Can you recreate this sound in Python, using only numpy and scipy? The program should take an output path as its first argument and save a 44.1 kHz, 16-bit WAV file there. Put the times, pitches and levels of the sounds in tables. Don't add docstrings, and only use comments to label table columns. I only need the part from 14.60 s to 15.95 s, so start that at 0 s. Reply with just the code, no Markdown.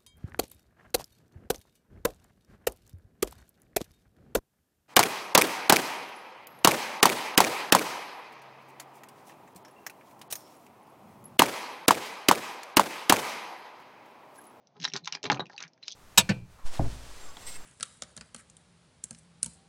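import sys
import numpy as np
from scipy import signal
from scipy.io import wavfile
from scipy.ndimage import uniform_filter1d

SR = 44100
rng = np.random.default_rng(int(sys.argv[2]) if len(sys.argv) > 2 else 0)


def pcm_store(signal):
    levels = np.round(np.clip(np.atleast_2d(signal), -1, 1) * 32767)
    wavfile.write(sys.argv[1], SR, levels.astype(np.int16).T)


N = 59535
HZ = np.fft.rfftfreq(4096, 1 / SR)


def amp(db):
    return 10 ** (np.asarray(db) / 20)


def evened(x):
    return x / np.sqrt(np.mean(x ** 2) + 1e-20)


def read(points, hz):
    f, value = np.transpose(points)
    return np.interp(np.log(hz + 1), np.log(f + 1), value)


def add(mix, s, sound):
    part = mix[max(round(s * SR), 0):][:len(sound)]
    part += sound[:len(part)]


def colour(x, db):
    both_sides_db = np.r_[db, db[-2:0:-1]]
    log_gain = np.log(amp(np.maximum(both_sides_db, -100)))
    spectrum = np.exp(np.conj(signal.hilbert(log_gain)))
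    taps = np.fft.ifft(spectrum).real[:len(db)]
    return signal.fftconvolve(x, taps)[:len(x)]


def contact(rattle_db, t60):
    t = np.arange(SR // 10) / SR
    tick = t == 0
    ring = rng.choice([-1., 1.], len(t)) * amp(-60 * t / t60)
    return tick + amp(rattle_db) * ring / np.linalg.norm(ring)


RATTLE_DB, RATTLE_T60_S = 3.5, 0.025
SLIP_DB, SLIP_S = 4, 0.00073


def slip():
    hit = contact(RATTLE_DB, RATTLE_T60_S)
    u = np.arange(len(hit)) / SR / SLIP_S
    chatter = rng.choice([-1., 1.], len(u)) * u * np.exp(-u)
    hit = hit + amp(SLIP_DB) * chatter / np.linalg.norm(chatter)
    return hit / np.linalg.norm(hit)


# start in seconds, levels of thud, knock, clack
# and snap in dB before the common trim, ring of the struck part in Hz, its boost in dB.
PART_CLICKS = [(0.0716, -42.5, -49, -36.5, -31, 5640, 9.5), (0.167, -30, -29, -25, -43, 4200, 6),
               (0.201, -9.5, -37, -15.5, -18.5, 6620, 7), (0.2135, -28, -49, -19, -19, 5700, 1),
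               (0.2212, -13.5, -39, -9, -15.5, 5730, 10), (0.229, -7, -56, -8.5, -9, 4200, 9.5),
               (0.2393, -18.5, -18, -3, -4.5, 3800, 5), (0.2436, -29.5, -2, 0, -4, 5460, 12),
               (0.2514, -22, 5.5, 5, 1, 3890, 13), (0.2774, -40, -14.5, -11, -10.5, 1950, 8),
               (0.2994, -35, -47, -16, -18, 5540, 7.5), (0.3192, -28, -49, -15, -32, 2670, 10.5),
               (0.3254, -34, -42, -24, -28, 5360, 10), (0.3365, -12, -15, -4.5, -0.5, 5530, 10),
               (0.3396, -12, -23, -7, -10.5, 5320, 13.5), (0.356, -7.5, -6, -7, -20, 5940, 1),
               (0.3632, -12.5, -12.5, 0.5, -1, 4240, 10), (0.3691, -22, -24.5, -19, -13, 5570, 1),
               (0.374, -19, -32, -7.5, -4, 6760, 11), (0.4459, -36, -60, -18, -16, 4050, 11.5),
               (0.4572, -33, -30, -13, -7.5, 4000, 6.5), (0.471, -29, -10.5, -20, -40, 2470, 8),
               (0.4748, -25, 1, 3.5, -2, 2490, 4), (0.5243, -36, -9, -1, 0, 5490, 3.5),
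               (0.5333, -18.5, -22, -9.5, -24, 2700, 9), (0.542, -11.5, -26.5, -17, -30.5, 3620, 10),
               (0.5507, -27, -4.5, -3.5, -5.5, 4860, 11), (0.5542, -13.5, -17, -11.5, -33, 4980, 10),
               (0.571, -44, -8.5, -21, -33, 2440, 2.5), (0.63, -35, -39, -8, -6, 3970, 5.5),
               (0.6399, 3.5, 0.5, -14.5, -3.5, 7120, 13), (0.6423, -8, -7, -7.5, -8.5, 3440, 10),
               (0.654, -12, -2.5, -1.5, -13.5, 4130, 10), (0.657, -5, 6, -15.5, -12.5, 4100, 11),
               (0.6645, -7, -3.5, -8, -14.5, 4000, 12.5), (0.673, 4.5, -7.5, -26.5, -27.5, 4040, 6),
               (0.717, 7, 10, -4, 4, 4140, 12), (0.7218, 7.5, 14.5, -8, -39, 1960, 9.5),
               (0.728, 4, -17.5, -10, -4, 4180, 11), (0.7447, -6, -24, -3, -8.5, 1594, 7.5),
               (0.7552, -7, -24.5, -26.5, -25, 6130, 13.5), (0.773, -14.5, -5.5, -18.5, -30, 2550, 12.5),
               (0.7953, 7, 6.5, -11, -21.5, 4030, 24), (0.8036, -3, 6.5, -10, -21, 3860, 26.5),
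               (0.8563, -47, -40, -26.5, -27.5, 2620, 18), (0.8665, -46, -48.5, -19.5, -29, 2320, 0.5),
               (0.8979, -33.5, -14.5, -29.5, -25, 1770, 18.5), (0.9321, -20, -18, -29, -30, 4360, 17.5),
               (0.964, -43, -21, -32, -28, 4540, 19), (0.979, -28, -25.5, -11, -7, 2625, 15),
               (1.0038, -16.5, -10.5, -5.5, -10.5, 2510, 5.5), (1.0105, -28, -15.5, -21, -45, 1280, 12),
               (1.0254, -21, -18, -15, -7, 6270, 6.5), (1.0374, -30, -20, -13, -17, 2530, 10.5),
               (1.046, -22.5, -38, -32, -41.5, 2460, 2.5), (1.079, -41, -55.5, -31, -25.5, 5600, 11.5),
               (1.1335, -40.5, -41.5, -40.5, -35.5, 5010, 19), (1.177, -40.5, -34, -37.5, -41, 1890, 10.5),
               (1.2284, -42, -36.5, -17, -28, 2670, 8), (1.2338, -45, -41, -26, -28.5, 4090, 20),
               (1.275, -54.5, -42, -21.5, -20, 3400, 6), (1.281, -19.5, -19.5, -2.5, -2, 5450, 11.5),
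               (1.3213, -49, -41, -42, -8.5, 5900, 6.5)]
CLICK_COLOURS = [250, 900, 2900, 5700]
CLICK_TRIM_DB, PART_WIDTH_HZ = -1.5, 354
LOWEST_HZ = 120


def clicks():
    out = np.zeros(N)
    bass_loss = -10 * np.log10(1 + (LOWEST_HZ / (HZ + 1)) ** 2)
    for s, *levels, part_hz, ring_db in PART_CLICKS:
        brightness = read(list(zip(CLICK_COLOURS, levels)), HZ)
        ring = ring_db / (1 + ((HZ - part_hz) / PART_WIDTH_HZ) ** 2)
        add(out, s, colour(slip(), brightness + ring + bass_loss + CLICK_TRIM_DB))
    return out


# frequency in Hz, gain in dB.
LATCH_COLOUR = [(80, 7.5), (250, 9), (550, 3), (900, 19.5), (1800, 11.5), (3000, 9.5), (4500, -1.5),
                (7000, -12)]
LATCH_S = 0.7002
LATCH_RATTLE_DB, LATCH_T60_S = -2, 0.041


def latch():
    out = np.zeros(N)
    snap = contact(LATCH_RATTLE_DB, LATCH_T60_S)
    add(out, LATCH_S, colour(snap, read(LATCH_COLOUR, HZ)))
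    return out


# delay after the snap in seconds,
# frequency in Hz, level in dB before the slow rise, t60 in seconds.
THUMP_MODES = [(.002, 818, -17, 0.039), (.004, 984, -33, .08), (.003, 412, -32, 0.061),
               (.006, 287.7, -30.5, .16), (.012, 205, -26.5, .14), (.02, 131.7, -25, .14)]
THUMP_RISE_S = 0.006


def thump():
    out, t = np.zeros(N), np.arange(SR // 2) / SR
    rise = 1 - np.exp(-t / THUMP_RISE_S)
    for delay, hz, db, t60 in THUMP_MODES:
        fade = amp(db - 60 * t / t60)
        add(out, LATCH_S + delay, rise * fade * np.sin(2 * np.pi * hz * t))
    return out


# centre in seconds, time from the centre to 1/e in seconds,
# levels of rumble, scrape and fizz in dB before the body rings, scrape centre in Hz.
SLIDES = [(0.171, 0.016, -62.5, -62, -71.5, 900), (0.227, 0.019, -51.5, -56.5, -49.5, 1840),
          (0.276, 0.014, -55, -57.5, -52, 1300), (0.358, .016, -44.5, -42.5, -44.5, 1350),
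          (0.427, 0.016, -61.5, -87, -81, 890), (0.502, 0.016, -66.5, -60.5, -64, 1520),
          (0.544, 0.017, -56.5, -51, -47.5, 1160), (.661, 0.019, -44.5, -42, -49.5, 596),
          (0.759, 0.024, -45.5, -44, -61, 770), (0.814, 0.013, -46.5, -42, -70, 920),
          (0.927, 0.028, -70.5, -63, -64.5, 920), (1.026, 0.033, -66, -49.5, -60.5, 1600),
          (1.238, 0.014, -69.5, -60.5, -59, 2310), (1.266, 0.016, -81.5, -83, -54.5, 2300),
          (1.313, 0.019, -76, -75, -45, 2280)]
# rumble in Hz, fizz in Hz.
RUMBLE_AND_FIZZ = [173, 4450]
RUB_WIDTHS = [0.73, 0.59, .45]
GRAINS_PER_S, GRAIN_SPREAD_DB = 1200, 4


def rubs():
    out, t = np.zeros(N), np.arange(-SR // 8, SR // 8) / SR
    rumble_hz, fizz_hz = RUMBLE_AND_FIZZ
    for s, half, *levels, scrape_hz in SLIDES:
        swell = np.exp(-(t / half) ** 2)
        for db, hz, octaves in zip(levels, [rumble_hz, scrape_hz, fizz_hz], RUB_WIDTHS):
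            size_db = GRAIN_SPREAD_DB * np.minimum(rng.exponential(1, len(t)), 4)
            sizes = rng.choice([-1, 1], len(t)) * amp(size_db)
            slips = sizes * (rng.random(len(t)) < GRAINS_PER_S / SR)
            band_db = -4.3 * (np.log2((HZ + 1) / hz) / octaves) ** 2
            grain = evened(colour(slips, np.maximum(band_db, -60)))
            add(out, s + t[0], amp(db) * swell * grain)
    return out


# centre in seconds, spread (standard deviation of
# the swell) in seconds, pitch in Hz, peak level in dB before the room and the overall tone.
JOINT_SQUEAKS = [(0.181, 0.013, 420, -55), (0.212, 0.011, 172, -40.5), (.285, 0.0016, 5630, -36),
                 (0.351, 0.0083, 395, -41.5), (0.354, 0.016, 165, -45), (.435, 0.016, 168, -53),
                 (0.441, 0.0019, 4100, -48.5), (0.649, 0.0057, 410, -31), (.868, 0.0018, 2440, -51),
                 (0.902, 0.0024, 1758, -43.5), (0.946, 0.0032, 850, -48), (.955, 0.0027, 833, -47),
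                 (.9895, 0.0022, 3860, -44.5), (1.055, 0.012, 168, -52.5), (1.2303, 0.0012, 4020, -42),
                 (1.2355, 0.0013, 4090, -38.5), (1.3094, .002, 3380, -42), (1.3237, 0.0014, 3360, -37.5)]
SQUEAK_JITTER = 0.029


def squeaks():
    out, t = np.zeros(N), np.arange(N) / SR
    for s, spread, hz, db in JOINT_SQUEAKS:
        wander = evened(uniform_filter1d(rng.standard_normal(N), size=30))
        waver = 1 + SQUEAK_JITTER * wander
        swell = np.exp(-((t - s) / spread) ** 2 / 2)
        phase = 2 * np.pi * np.cumsum(hz * waver) / SR
        out += amp(db) * swell * np.sin(phase)
    return out


# mode in Hz, gain at resonance in dB.
BODY_MODES = [(180, 2), (400, 5), (575, -3.5), (765, -2.5), (860, -0.5), (1030, -3), (1200, -14),
              (1320, -2.5), (1860, -7), (2335, -5.5), (2460, -2.5), (3220, -10.5), (3700, -11),
              (3920, -8.5), (4250, -3.5), (5230, -9), (5650, -6.5)]
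BODY_T60_S, BODY_DAMPING = 0.098, 0.22


def body(x):
    t = np.arange(SR // 4) / SR
    ring = np.zeros(len(t))
    for hz, db in BODY_MODES:
        rate = np.log(1000) / BODY_T60_S * (hz / 1000) ** BODY_DAMPING
        strength = amp(db) * 2 * rate / SR
        ring += strength * np.exp(-rate * t) * np.sin(2 * np.pi * hz * t)
    return x + signal.fftconvolve(x, ring)[:N]


# frequency in Hz, t60 in seconds.
ROOM_RING = [(120, 0.21), (320, 0.3), (900, 0.098), (2200, 0.11), (6000, 0.07)]
ROOM_DB, ROOM_DELAY_S = -14, 0.0043


def room(x):
    hz, t, z = signal.stft(rng.standard_normal(SR // 2), SR, nperseg=256)
    fade = amp(-60 * t / read(ROOM_RING, hz)[:, None])
    tail = signal.istft(z * fade, SR, nperseg=256)[1]
    out = np.zeros(N)
    add(out, ROOM_DELAY_S, signal.fftconvolve(x, tail / np.linalg.norm(tail)))
    return out


# frequency in Hz, relative density in dB per Hz.
HUSH_COLOUR = [(18, -65), (30, -12.5), (120, 6.5), (273, 5.5), (337, 0), (699, 3.5), (786, 2), (1140, -8.5),
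               (1410, -11.5), (1590, -14.5), (2480, -16), (8230, -23.5), (10700, -70), (18100, -120)]
HUSH_DB = -68


def hush():
    noise = rng.standard_normal(N + len(HZ))
    settled = colour(noise, read(HUSH_COLOUR, HZ))[-N:]
    return amp(HUSH_DB) * evened(settled)


def scene():
    toy = body(clicks() + latch() + rubs()) + squeaks() + thump()
    return (toy + amp(ROOM_DB) * room(toy) + hush())[None]


# frequency in Hz, gain in dB.
OVERALL_TONE = [(30, -17), (80, -12), (130, -2.5), (1000, 0), (6300, -0.5), (7200, -15.5), (8000, -24.5),
                (8800, -44.5), (15000, -47)]
EDGE_HZ = 15800


def record(dry):
    toned = colour(dry[0], read(OVERALL_TONE, HZ))
    low_pass = signal.firwin(511, EDGE_HZ, window=("kaiser", 9), fs=SR)
    return signal.fftconvolve(toned, low_pass, "same")[None]


dry = scene()
out = record(dry)
pcm_store(out)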